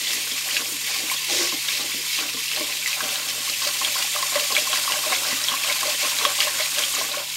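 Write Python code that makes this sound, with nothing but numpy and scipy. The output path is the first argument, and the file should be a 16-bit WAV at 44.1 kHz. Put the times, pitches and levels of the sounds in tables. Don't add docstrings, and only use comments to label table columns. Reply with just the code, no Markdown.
import sys
import numpy as np
from scipy import signal
from scipy.fft import rfft, irfft, next_fast_len
from scipy.io import wavfile
from scipy.ndimage import uniform_filter1d

SR = 44100
rng = np.random.default_rng(int(sys.argv[2]) if len(sys.argv) > 2 else 0)


def boost_factor(decibels):
    exponent = np.asarray(decibels, float) / 20
    return 10 ** exponent


def unload_wav(signal):
    wavfile.write(
        sys.argv[1],
        SR,
        np.round(np.clip(np.atleast_2d(signal).T, -1, 1) * 32767).astype(np.int16),
    )


N = 324991

# pitch in Hz, level in dB per Hz.
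FIZZ = [(880, -2.5), (1500, -11.5), (1800, -3.5), (1940, -2), (2470, 0.5), (4770, 1), (6160, -2.5),
        (7210, -2.5), (7950, -7), (8690, -4.5), (9680, -12.5), (11500, -8.5), (15000, -16), (15750, -16)]


def fizz():
    grains = np.zeros(N)
    for hz in np.geomspace(2000, 9000, num=48):
        grains += signal.oaconvolve(clicks(55, 4.4), bubble(hz, 45 / hz, 0.18))[:N]
    grains = evened(colour(grains, lambda f: np.clip(f / 3000, .3, 3) ** 0.2))

    _, t, z = signal.stft(rng.standard_normal(N), SR, nperseg=256)
    patches = uniform_filter1d(rng.standard_normal(z.shape), size=2, axis=0)
    patches = evened(uniform_filter1d(patches, size=14, axis=1))
    flicker = evened(uniform_filter1d(rng.standard_normal(len(t)), size=3))
    spray = signal.istft(z * boost_factor(1.1 * patches + 0.94 * flicker), SR, nperseg=256)[1][:N]

    water = 0.32 * grains + evened(spray)
    water = evened(colour(water, lambda f: boost_factor(read(FIZZ, f)) / (1 + (1300 / (f + 1)) ** 6)))
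    return water + boost_factor(-12.5) * sink(water)


# time in seconds, fine spray level in dB.
FLOW = [(0, -34.5), (.5, -33.5), (1.4, -34), (2.45, -35.5), (3.0, -33.5), (3.3, -33.5), (3.6, -30.5),
        (4.5, -29), (5.5, -30.5), (6.5, -30), (6.9, -29.5), (7.05, -31.5), (7.2, -35.5), (7.28, -37),
        (7.37, -31.5)]
# middle in seconds, length in seconds, splash level in dB.
STIR_SPLASHES = [(0.1, 0.14, -26.5), (0.36, 0.18, -30.5), (0.554, 0.075, -26), (0.94, 0.12, -26),
                 (1.123, 0.07, -28), (1.41, 0.19, -24), (1.724, 0.073, -27), (1.847, 0.18, -28.5),
                 (2.157, 0.14, -26), (2.575, 0.3, -29), (2.91, 0.04, -27.5), (3.08, 0.17, -30),
                 (3.3, 0.022, -26.5), (3.492, 0.075, -29.5)]
# middle in seconds, length in seconds, splash level in dB.
SCRUB_SPLASHES = [(3.66, 0.062, -26), (3.84, 0.13, -29), (4.01, 0.11, -29), (4.19, 0.13, -35),
                  (4.39, 0.11, -29.5), (4.57, 0.05, -27.5), (4.75, 0.09, -25.5), (4.93, 0.086, -30),
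                  (5.13, 0.074, -26.5), (5.3, 0.11, -29.5), (5.49, 0.099, -31), (5.7, 0.11, -27),
                  (5.88, 0.086, -26.5), (6.05, 0.074, -24), (6.23, 0.087, -26.5), (6.42, 0.08, -25),
                  (6.62, 0.055, -26), (6.81, 0.053, -28), (6.99, 0.049, -27), (7.12, 0.03, -37),
                  (7.18, 0.031, -38)]
# middle in seconds, length in seconds, level in dB.
MISTS = [(0.143, 0.016, -27), (0.478, 0.028, -33), (0.714, .04, -31), (1.118, 0.019, -27),
         (2.874, 0.023, -39), (4.588, 0.024, -34), (6.796, 0.018, -33), (6.41, .02, -33)]


def jet():
    water = fizz()
    flow_db = curves(FLOW)[0]
    splashes = np.array(STIR_SPLASHES + SCRUB_SPLASHES)
    body_db = swells(splashes + [0, 0, -1.5], -29.5 + 0.58 * (flow_db + 31.5))
    spray_db = swells(np.vstack([splashes + [0, 0, -10], MISTS]), flow_db)

    body = colour(water, lambda f: 1 / (1 + (f / 7000) ** 8))
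    spray = evened(water - body)
    hiss = colour(spray, lambda f: 1 / (1 + (10100 / (f + 1)) ** 8))
    nozzle = boost_factor((0.63 - 1) * (flow_db + 30.5))
    return boost_factor(body_db) * evened(body) + boost_factor(spray_db) * (spray - hiss + nozzle * hiss)


# middle in seconds, length in seconds, force in dB, height from 0 (base) to 1 (rim).
STIRS = [(0.125, 0.2, -46.5, 0.3), (0.328, 0.032, -52, 0.1), (0.48, 0.035, -40.5, 0.6),
         (0.582, 0.1, -41.5, 0.65), (0.658, 0.15, -48.5, 0.1), (0.93, 0.074, -42, 0.57),
         (1.042, 0.11, -42.5, 0.45), (1.327, 0.05, -37, 0.56), (1.423, 0.045, -35, 0.56),
         (1.551, 0.032, -36, 0.28), (1.72, 0.037, -42, 0.56), (1.822, 0.071, -38.5, 0.38),
         (1.973, 0.048, -47, -0.05), (2.237, 0.07, -37, 0.6), (2.373, 0.04, -45, 0.071),
         (2.63, 0.13, -40.5, 0.4), (3.006, 0.15, -44, 0.66), (3.06, 0.039, -34.5, 0.51),
         (3.157, 0.069, -41.5, 0.65), (3.323, 0.098, -41.5, 0.57), (3.494, 0.078, -44.5, 0.52)]
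# middle in seconds, length in seconds, force in dB, height from 0 to 1.
SCRUBS = [(3.67, 0.064, -37, 0.7), (3.85, 0.069, -36.5, 0.6), (4.0, 0.077, -39, 0.68),
          (4.2, 0.096, -38.5, 0.72), (4.37, 0.065, -34.5, 0.72), (4.56, 0.066, -35, 0.6),
          (4.74, 0.11, -35.5, 0.73), (4.94, 0.062, -35, 0.62), (5.12, 0.11, -34.5, 0.62),
          (5.3, 0.14, -38, 0.68), (5.52, 0.12, -38, 0.78), (5.7, 0.077, -36, 0.81),
          (5.87, 0.069, -36, 0.61), (6.07, 0.084, -34, 0.72), (6.25, 0.072, -32, 0.69),
          (6.45, 0.085, -37.5, 0.64), (6.61, 0.059, -35, 0.79), (6.81, 0.079, -37, 0.65),
          (7.0, 0.066, -36, 0.63), (7.16, 0.14, -40, 0.65)]
# height from 0 to 1, loudness in dB, level of settling rice in dB.
PARTS = [
    (0, 3, -55),
    (.5, -1, -57.5),
    (1, 6, -43.5),
]


def drag():
    s, length, force_db, height = np.transpose(STIRS + SCRUBS)
    settle_db = 0.098 * (curves(FLOW)[0] + 33)
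    lift_db = -3.5 * np.clip((np.arange(N) / SR - 7.23) / 0.015, 0, 1)
    parts_db = []
    for part, db, rest_db in PARTS:
        reach_db = 28 * (height - part) ** 2
        strokes = np.transpose([s, length, force_db + db - reach_db])
        parts_db.append(swells(strokes, rest_db + settle_db, skew=0.36) + lift_db)
    return parts_db


# pitch in Hz, width in Hz, level in dB.
BASE = [(234.6, 20, -5), (287, 37, -1.5), (356, 25, -3), (461.4, 28, 0)]
# pitch in Hz, width in Hz, level in dB.
WALL = [(580, 61, 2.5), (550, 50, -9), (789, 28, 0), (664, 48, -9.5)]
# pitch in Hz, width in Hz, level in dB.
RIM = [(1050, 230, 2), (1110, 45, 3), (1190, 62, -11.5), (1415, 240, 1.5), (1574, 280, 3.5)]
WANDER = [0.015, 0.02, 0.037]


def rice(drag_db):
    out = np.zeros(N)
    shared = evened(clicks(250, 4.8))
    for modes, db, wander in zip((BASE, WALL, RIM), drag_db, WANDER):
        drift = wander * lumps(samples=900)
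        ticks = 1.05 * shared + evened(clicks(300, 2.0)) + 0.99 * rng.standard_normal(N)
        ring = np.zeros(N)
        for k, (hz, width, level_db) in enumerate(modes):
            mode = wandering(ticks, hz, width, drift) / np.sqrt(width)
            ring += (-1) ** k * boost_factor(level_db) * mode
        out += boost_factor(db - 3.0) * evened(ring * boost_factor(2.1 * lumps(samples=1100)))
    return out


# time in seconds, force in dB.
SWEEP = [
    (1.24, -99),
    (1.28, -49),
    (1.31, -33),
    (1.36, -33),
    (1.41, -24.5),
    (1.46, -34),
    (1.51, -45),
    (1.56, -99),
]
# pitch in Hz, width in Hz, level in dB.
SWEPT = [
    (352, 38, -7),
    (5500, 3100, 4.5),
    (487, 200, -9.5),
]


def sweep():
    ticks = evened(clicks(1300, 2.6)) + rng.standard_normal(N)
    ring = np.zeros(N)
    for hz, width, db in SWEPT[1:]:
        ring += boost_factor(db) * evened(resonate(resonate(ticks, hz, width), hz, width))
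    hz, width, db = SWEPT[0]
    force_db = curves(SWEEP)[0]
    pitch = hz * (1 + 0.03 * lumps(samples=700))
    held = np.sqrt(2) * np.sin(2 * np.pi * np.cumsum(pitch) / SR)
    held += 0.75 * evened(resonate(resonate(ticks, hz, width), hz, width))
    return boost_factor(np.minimum(force_db, -31)) * ring + boost_factor(force_db + db) * held


# start in seconds, peak in dB, pitch in Hz.
SNAPS = [(.1328, -4, 5000), (.315, -8, 3420), (.5086, -12, 2920), (1.298, -8, 4100), (2.515, -6, 2530),
         (2.5626, -5.5, 4300), (2.7242, -10.5, 2560), (3.041, -12, 2870), (3.0909, -13, 3460),
         (3.1572, -6, 3860), (3.2868, -16, 2540), (3.4975, -5, 4000), (3.6235, -6, 4600),
         (4.0243, -8, 2760), (4.2266, -8.5, 4700), (4.397, -10, 2900), (4.6223, -9, 5250),
         (4.921, -3.5, 2950), (5.077, -13, 2530), (5.2864, -3.5, 5300), (5.5268, -7.5, 2870),
         (6.0831, -9, 3260), (6.384, -17, 3230), (6.4042, 1, 3050), (6.7848, -3.5, 3130),
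         (6.8217, -9, 3170), (6.9876, -12, 3220), (3.006, -11, 1540), (2.876, -6.5, 7100), (.38, -11, 2450),
         (6.187, -1, 4040), (5.4843, -13, 3480), (2.86, -16, 2410), (1.6875, -11, 2200), (5.126, -16, 1520),
         (6.2515, -11, 2500)]
# start in seconds, peak in dB, pitch in Hz.
PLOPS = [(.1067, -8, 3600), (.5675, -3, 2540), (1.0987, -11, 2250), (1.6848, -13, 3540), (2.189, -8, 2530),
         (2.2907, -10.5, 2500), (2.826, -13, 2350), (2.8604, -6, 2030), (2.9299, -7.5, 2520),
         (3.6736, -4, 4740), (3.8475, -3, 3170), (4.3565, -10, 1950), (4.5236, -3.5, 4800),
         (4.551, -4, 3300), (4.5657, -0.5, 2300), (4.7296, -6.5, 3140), (5.1228, -11, 2060),
         (5.4403, -4, 5400), (5.4845, -3.5, 3130), (5.6989, -6.5, 2180), (5.7254, -8, 3730),
         (6.134, -12.5, 2360), (3.8575, -17, 3180), (1.718, -12, 2500), (5.1305, -7, 2120),
         (6.7912, -4, 6200), (6.7855, -5, 8300), (6.415, -12, 1850), (3.008, -23, 1250), (6.2512, -3, 3180),
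         (6.4295, -9, 2800), (6.606, -9.5, 2150), (6.632, -11, 4000), (6.762, -10, 2980)]
# start in seconds, peak in dB,
# pitch in Hz.
DROPS = [(0.071, -11, 3380), (0.488, -18, 1920), (0.567, -18, 3320), (0.568, -23, 3880),
         (1.165, -12.5, 3360), (1.308, -17, 4070), (1.311, -13, 3620), (1.366, -14, 5730),
         (1.371, -11, 3830), (1.404, -13, 4670), (1.418, -13, 5380), (1.684, -11, 2930), (1.686, -10, 3660),
         (1.918, -17, 2240), (2.145, -13, 4950), (2.481, -14, 2820), (2.573, -22, 1790),
         (3.537, -12.5, 2650), (4.026, -17, 2730), (4.227, -17, 2030), (4.397, -17, 2690), (4.4, -14, 4160),
         (4.581, -10, 3400), (4.588, -12, 2730), (4.758, -15, 1860), (4.773, -9, 4910), (4.923, -15, 4610),
         (5.1, -14, 2690), (5.142, -14, 5530), (5.153, -12, 3400), (5.162, -16, 2200), (5.287, -19, 5360),
         (5.324, -15, 1930), (5.428, -21, 1900), (5.567, -13, 2450), (5.637, -9.5, 2500),
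         (5.725, -10, 4820), (5.726, -12, 2500), (5.868, -13, 4410), (5.896, -10, 4540), (6.196, -20, 2150),
         (6.384, -17, 3140), (6.404, -7, 4320), (6.409, -9, 4870), (6.422, -12, 2240), (6.459, -16, 2780),
         (6.481, -15, 1840), (6.606, -17, 3270), (6.625, -12, 4200), (6.66, -17, 2390), (6.791, -11, 4520),
         (6.821, -23, 2090), (6.837, -4.5, 3100), (6.988, -22, 2000), (7.005, -17, 3230),
         (6.961, -15, 4300), (6.964, -22, 2450), (6.989, -11, 4380), (7.1163, -11, 3880),
         (7.165, -18, 3950), (7.181, -20, 2400), (7.197, -17, 3120), (7.299, -16, 3800), (6.925, -9, 8300),
         (6.95, -5, 6700)]


def bubbles():
    snaps = struck(ringing(SNAPS, 20.5), glide=0.027, crack=0.51, crack_s=0.0017)
    plops = struck(ringing(PLOPS, 22.5), 0.073, 0.2, 0.0035, rise_cycles=1.0)
    drops = struck(ringing(DROPS, 25), 0.075, .08, .002, rise_cycles=1.76)
    return boost_factor(-4.0) * snaps + boost_factor(-0.5) * plops + boost_factor(2.5) * drops


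# start in seconds, peak in dB, pitch in Hz.
KNOCKS = [(1.115, -20.5, 1015), (3.005, -25, 1110), (1.523, -26, 1020), (3.814, -20.5, 1050),
          (3.956, -25.5, 1030), (4.046, -29, 810), (4.162, -18.5, 1150), (4.355, -21, 1094),
          (4.503, -25, 1080), (4.898, -21, 1010), (4.939, -27, 1060), (5.038, -24, 1110),
          (5.316, -28, 1110), (5.122, -17.5, 1050), (5.518, -20, 1110), (6.05, -22, 1080),
          (6.195, -29, 1110), (6.212, -20, 1130), (6.472, -20.5, 1050), (6.939, -24.5, 1110),
          (7.013, -21.5, 1026), (6.388, -25, 1110)]
# start in seconds, peak in dB, pitch in Hz.
TAPS = [(0.565, -21, 1620), (3.072, -33, 780), (3.475, -25, 1110), (3.617, -27, 1110), (3.675, -32, 1310),
        (3.878, -28, 1400), (3.965, -20, 1420), (4.227, -17, 1067), (4.329, -29, 1060), (4.52, -20.5, 1050),
        (4.578, -27, 1080), (4.671, -21.5, 1070), (4.73, -20.5, 1100), (4.877, -15.5, 1130),
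        (4.953, -24, 1130), (4.957, -25, 1570), (5.099, -31, 1120), (5.228, -33, 1110), (5.25, -24, 1420),
        (5.538, -18, 1070), (5.645, -22, 1130), (5.809, -25, 1620), (5.83, -17, 1100), (5.884, -24, 1110),
        (6.063, -30, 1050), (6.251, -9, 1120), (6.412, -25, 1180), (6.429, -28, 1130), (6.541, -26, 1590),
        (6.966, -22, 1170)]


def knocks():
    hits = struck(ringing(KNOCKS, 33), glide=0.11, crack=0.77, crack_s=0.0056)
    taps = struck(ringing(TAPS, 32.6), 0.046, 0.44, 0.0038, rise_cycles=0.91)
    return boost_factor(1.4) * hits + boost_factor(2.0) * taps


# start in seconds, peak in dB, pitch in Hz, seconds to die by 60 dB.
THUMPS = [(0.319, -31.5, 280, 0.064), (0.72, -30, 297, 0.085), (1.036, -28, 314, 0.068),
          (1.313, -22.5, 343, 0.053), (1.369, -25, 366, 0.05), (1.53, -22.5, 322, 0.029),
          (1.808, -30.5, 304, 0.06), (1.946, -22, 290, 0.025), (2.187, -32.5, 307, 0.074),
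          (2.208, -34, 296, 0.3), (2.346, -29, 285, 0.097), (2.609, -22, 312, 0.046),
          (3.028, -28, 287, 0.054), (4.526, -26, 445, 0.02), (4.941, -40, 304, 0.051),
          (5.129, -33, 460, 0.052), (5.328, -24, 275, 0.048), (5.519, -30, 267, 0.053),
          (6.221, -32, 446, 0.068), (6.988, -31, 420, 0.05)]


def thumps():
    higher = [(s, db, hz * 1.5, 0.55 * t60) for s, db, hz, t60 in THUMPS]
    low = struck(THUMPS, glide=-0.034, crack=.1, crack_s=.002, rise_cycles=0.7)
    return boost_factor(2.0) * low + boost_factor(-5.5) * struck(higher, 0.03, .1, .002)


# start in seconds, peak in dB, pitch in Hz.
BLOOPS = [(3.665, -24.5, 573), (4.15, -32, 584), (4.356, -16, 577), (4.575, -25, 597), (5.063, -23, 620),
          (5.68, -31, 570), (5.875, -23, 590), (6.03, -28, 594), (6.262, -21, 576), (6.465, -26, 580),
          (6.598, -24, 615), (6.80, -30, 580), (7.11, -30.5, 584), (7.17, -25, 572), (3.03, -31, 610),
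          (4.402, -31, 626), (4.42, -29, 566), (4.695, -31, 604), (4.78, -37, 580), (4.964, -28, 600),
        (5.199, -45, 520), (5.252, -35, 603), (5.28, -39, 590), (5.642, -32, 640), (5.704, -29.5, 580),
        (5.853, -26, 560), (6.112, -43, 586), (6.446, -31, 605), (6.774, -32, 607), (7.204, -38.5, 606)]
# start in seconds, peak in dB, pitch in Hz.
CLUMPS = [(0.47, -34, 765), (0.47, -43, 600), (0.893, -33, 790), (0.905, -31, 1050), (0.962, -33, 784),
          (0.96, -28, 1110), (1.30, -28, 790), (2.185, -37, 790), (2.185, -33, 1090), (2.57, -30, 780),
          (2.57, -32, 604), (2.575, -30, 1110), (2.607, -26, 590), (2.607, -28, 1080), (2.69, -31, 1010),
          (2.965, -31, 790), (3.813, -27, 869), (4.147, -34, 783), (4.322, -29, 700), (4.903, -32, 837),
          (4.938, -27, 774), (5.122, -23, 726), (5.62, -35, 920), (5.787, -33, 789), (5.89, -32, 800),
          (7.012, -27, 654)]


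def rice_lumps():
    lower = struck(ringing(BLOOPS, 50), glide=0.065, crack=0.16, crack_s=.002, rise_cycles=1.3)
    upper = struck(ringing(CLUMPS, 47), 0.069, .2, .002, rise_cycles=0.53)
    return lower + boost_factor(-0.2) * upper


# pitch in Hz, seconds to die by 60 dB.
SINK = [(300, 0.14), (2000, 0.088), (8000, 0.039)]


def sink(x):
    taps = np.zeros(SR // 4)
    at = np.arange(60, len(taps) - 20, 20)
    taps[at + rng.integers(0, 20, len(at))] = rng.choice([-1., 1.], len(at))
    hz, t, z = signal.stft(taps, SR, nperseg=128)
    tail = signal.istft(z * boost_factor(-60 * t / read(SINK, hz)[:, None]), SR, nperseg=128)[1]
    return signal.fftconvolve(x, tail / np.linalg.norm(tail))[:N]


# pitch in Hz, level in dB per Hz.
AIR = [(15, -43), (25, -25), (48, -23), (145, -3.5), (191, -1), (398, -9), (575, -28), (703, -5),
       (1010, 8.5), (1340, -46), (2000, -33), (2600, -39), (4400, -120)]
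# pitch in Hz, rms level in dB.
HUM = (146.8, -57.5)
# pitch in Hz, width in Hz, level in dB.
BASIN = [(70, 9, -66), (97, 12, -64.5)]


def kitchen(base_db):
    air = evened(colour(rng.standard_normal(N), lambda f: boost_factor(read(AIR, f))))
    hum_hz, hum_db = HUM
    pump = np.sin(2 * np.pi * hum_hz * np.arange(N) / SR)
    pump += 2.5 * resonate(rng.standard_normal(N), hum_hz, 6.5)
    out = boost_factor(-56) * air + boost_factor(hum_db) * evened(pump)
    push = boost_factor(0.43 * base_db) * rng.standard_normal(N)
    for hz, width, db in BASIN:
        out += boost_factor(db) * evened(resonate(resonate(push, hz, width), hz, 2 * width))
    return out


def bubble(hz, t60, glide, rise_cycles=0.24):
    t = np.arange(int(t60 * SR) + 8) / SR
    rise = 1 - np.exp(-t * hz / rise_cycles)
    return np.sin(2 * np.pi * hz * (t + glide * t ** 2 / (2 * t60))) * boost_factor(-60 * t / t60) * rise


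def struck(events, glide, crack, crack_s, rise_cycles=0.38):
    out = np.zeros(N + SR)
    t = np.arange(400) / SR
    splinters = rng.standard_normal((len(events), len(t))) * np.exp(-t / crack_s)
    band = signal.butter(2, [1400, 6000], "band", fs=SR, output="sos")
    cracks = signal.sosfilt(band, splinters)
    for (s, db, hz, t60), noise in zip(events, cracks):
        start = round(s * SR)
        ring = bubble(hz, np.clip(t60, .003, .3), glide, rise_cycles)
        out[start:start + len(ring)] += boost_factor(db) * ring
        out[start:start + len(t)] += boost_factor(db) * crack * noise / abs(noise).max()
    return out[:N]


def ringing(rows, cycles):
    return [(s, db, hz, cycles / hz) for s, db, hz in rows]


def clicks(per_s, spread_db):
    place, size, sign = rng.random((int(per_s * N / SR), 3)).T
    sizes = boost_factor(spread_db * np.minimum(-np.log(size), 3.8)) * np.sign(sign - .5)
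    return np.bincount((place * N).astype(int), sizes, N)


def lumps(samples):
    smooth = uniform_filter1d(rng.standard_normal(N), size=samples)
    return evened(uniform_filter1d(smooth, size=samples))


def swells(rows, rest_db, skew=0):
    s, length, db = np.transpose(rows)
    t = np.arange(0, N / SR + .01, .004)
    late = t[:, None] - s + skew * length / 2
    side = length / 2 * (1 + skew * np.sign(late))
    power = (boost_factor(2 * db) * np.exp(-.5 * (late / side) ** 2)).sum(axis=1)
    return 10 * np.log10(np.interp(np.arange(N) / SR, t, power) + boost_factor(2 * rest_db))


def resonate(x, hz, width):
    r = np.exp(-np.pi * width / SR)
    return 2 * signal.lfilter([1 - r], [1, -r * np.exp(2j * np.pi * hz / SR)], x).real


def wandering(x, hz, width, drift):
    turn = np.exp(2j * np.pi * np.cumsum(hz * (1 + drift)) / SR)
    y = x / turn
    for r in np.exp(-np.pi * width * np.array([1, 3]) / SR):
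        y = signal.lfilter([1 - r], [1, -r], y)
    return 2 * (turn * y).real


def evened(x):
    return x / np.sqrt(np.mean(x ** 2) + 1e-20)


def read(points, hz):
    f, value = np.transpose(points)
    return np.interp(np.log(hz + 1), np.log(f + 1), value)


def curves(rows):
    s, *columns = np.transpose(rows)
    return [np.interp(np.arange(N) / SR, s, c) for c in columns]


def colour(x, gain):
    size = next_fast_len(N)
    return irfft(rfft(x, size) * gain(np.fft.rfftfreq(size, 1 / SR)), size)[:N]


def scene():
    water = bubbles()
    pot = knocks() + thumps() + rice_lumps()
    drag_db = drag()
    mix = jet() + rice(drag_db) + sweep() + water + pot
    mix += sink(boost_factor(-4.0) * water + boost_factor(-9) * pot)
    mix += kitchen(drag_db[0])
    return np.array([mix, mix])


def roll_off(x):
    return signal.sosfilt(signal.butter(12, 17010, fs=SR, output="sos"), x)


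def record(dry):
    mono = colour(dry[0], lambda f: (f < 15775) / (1 + (41 / (f + 1)) ** 4))
    return roll_off(np.array([mono, mono]))


dry = scene()
out = record(dry)
unload_wav(out)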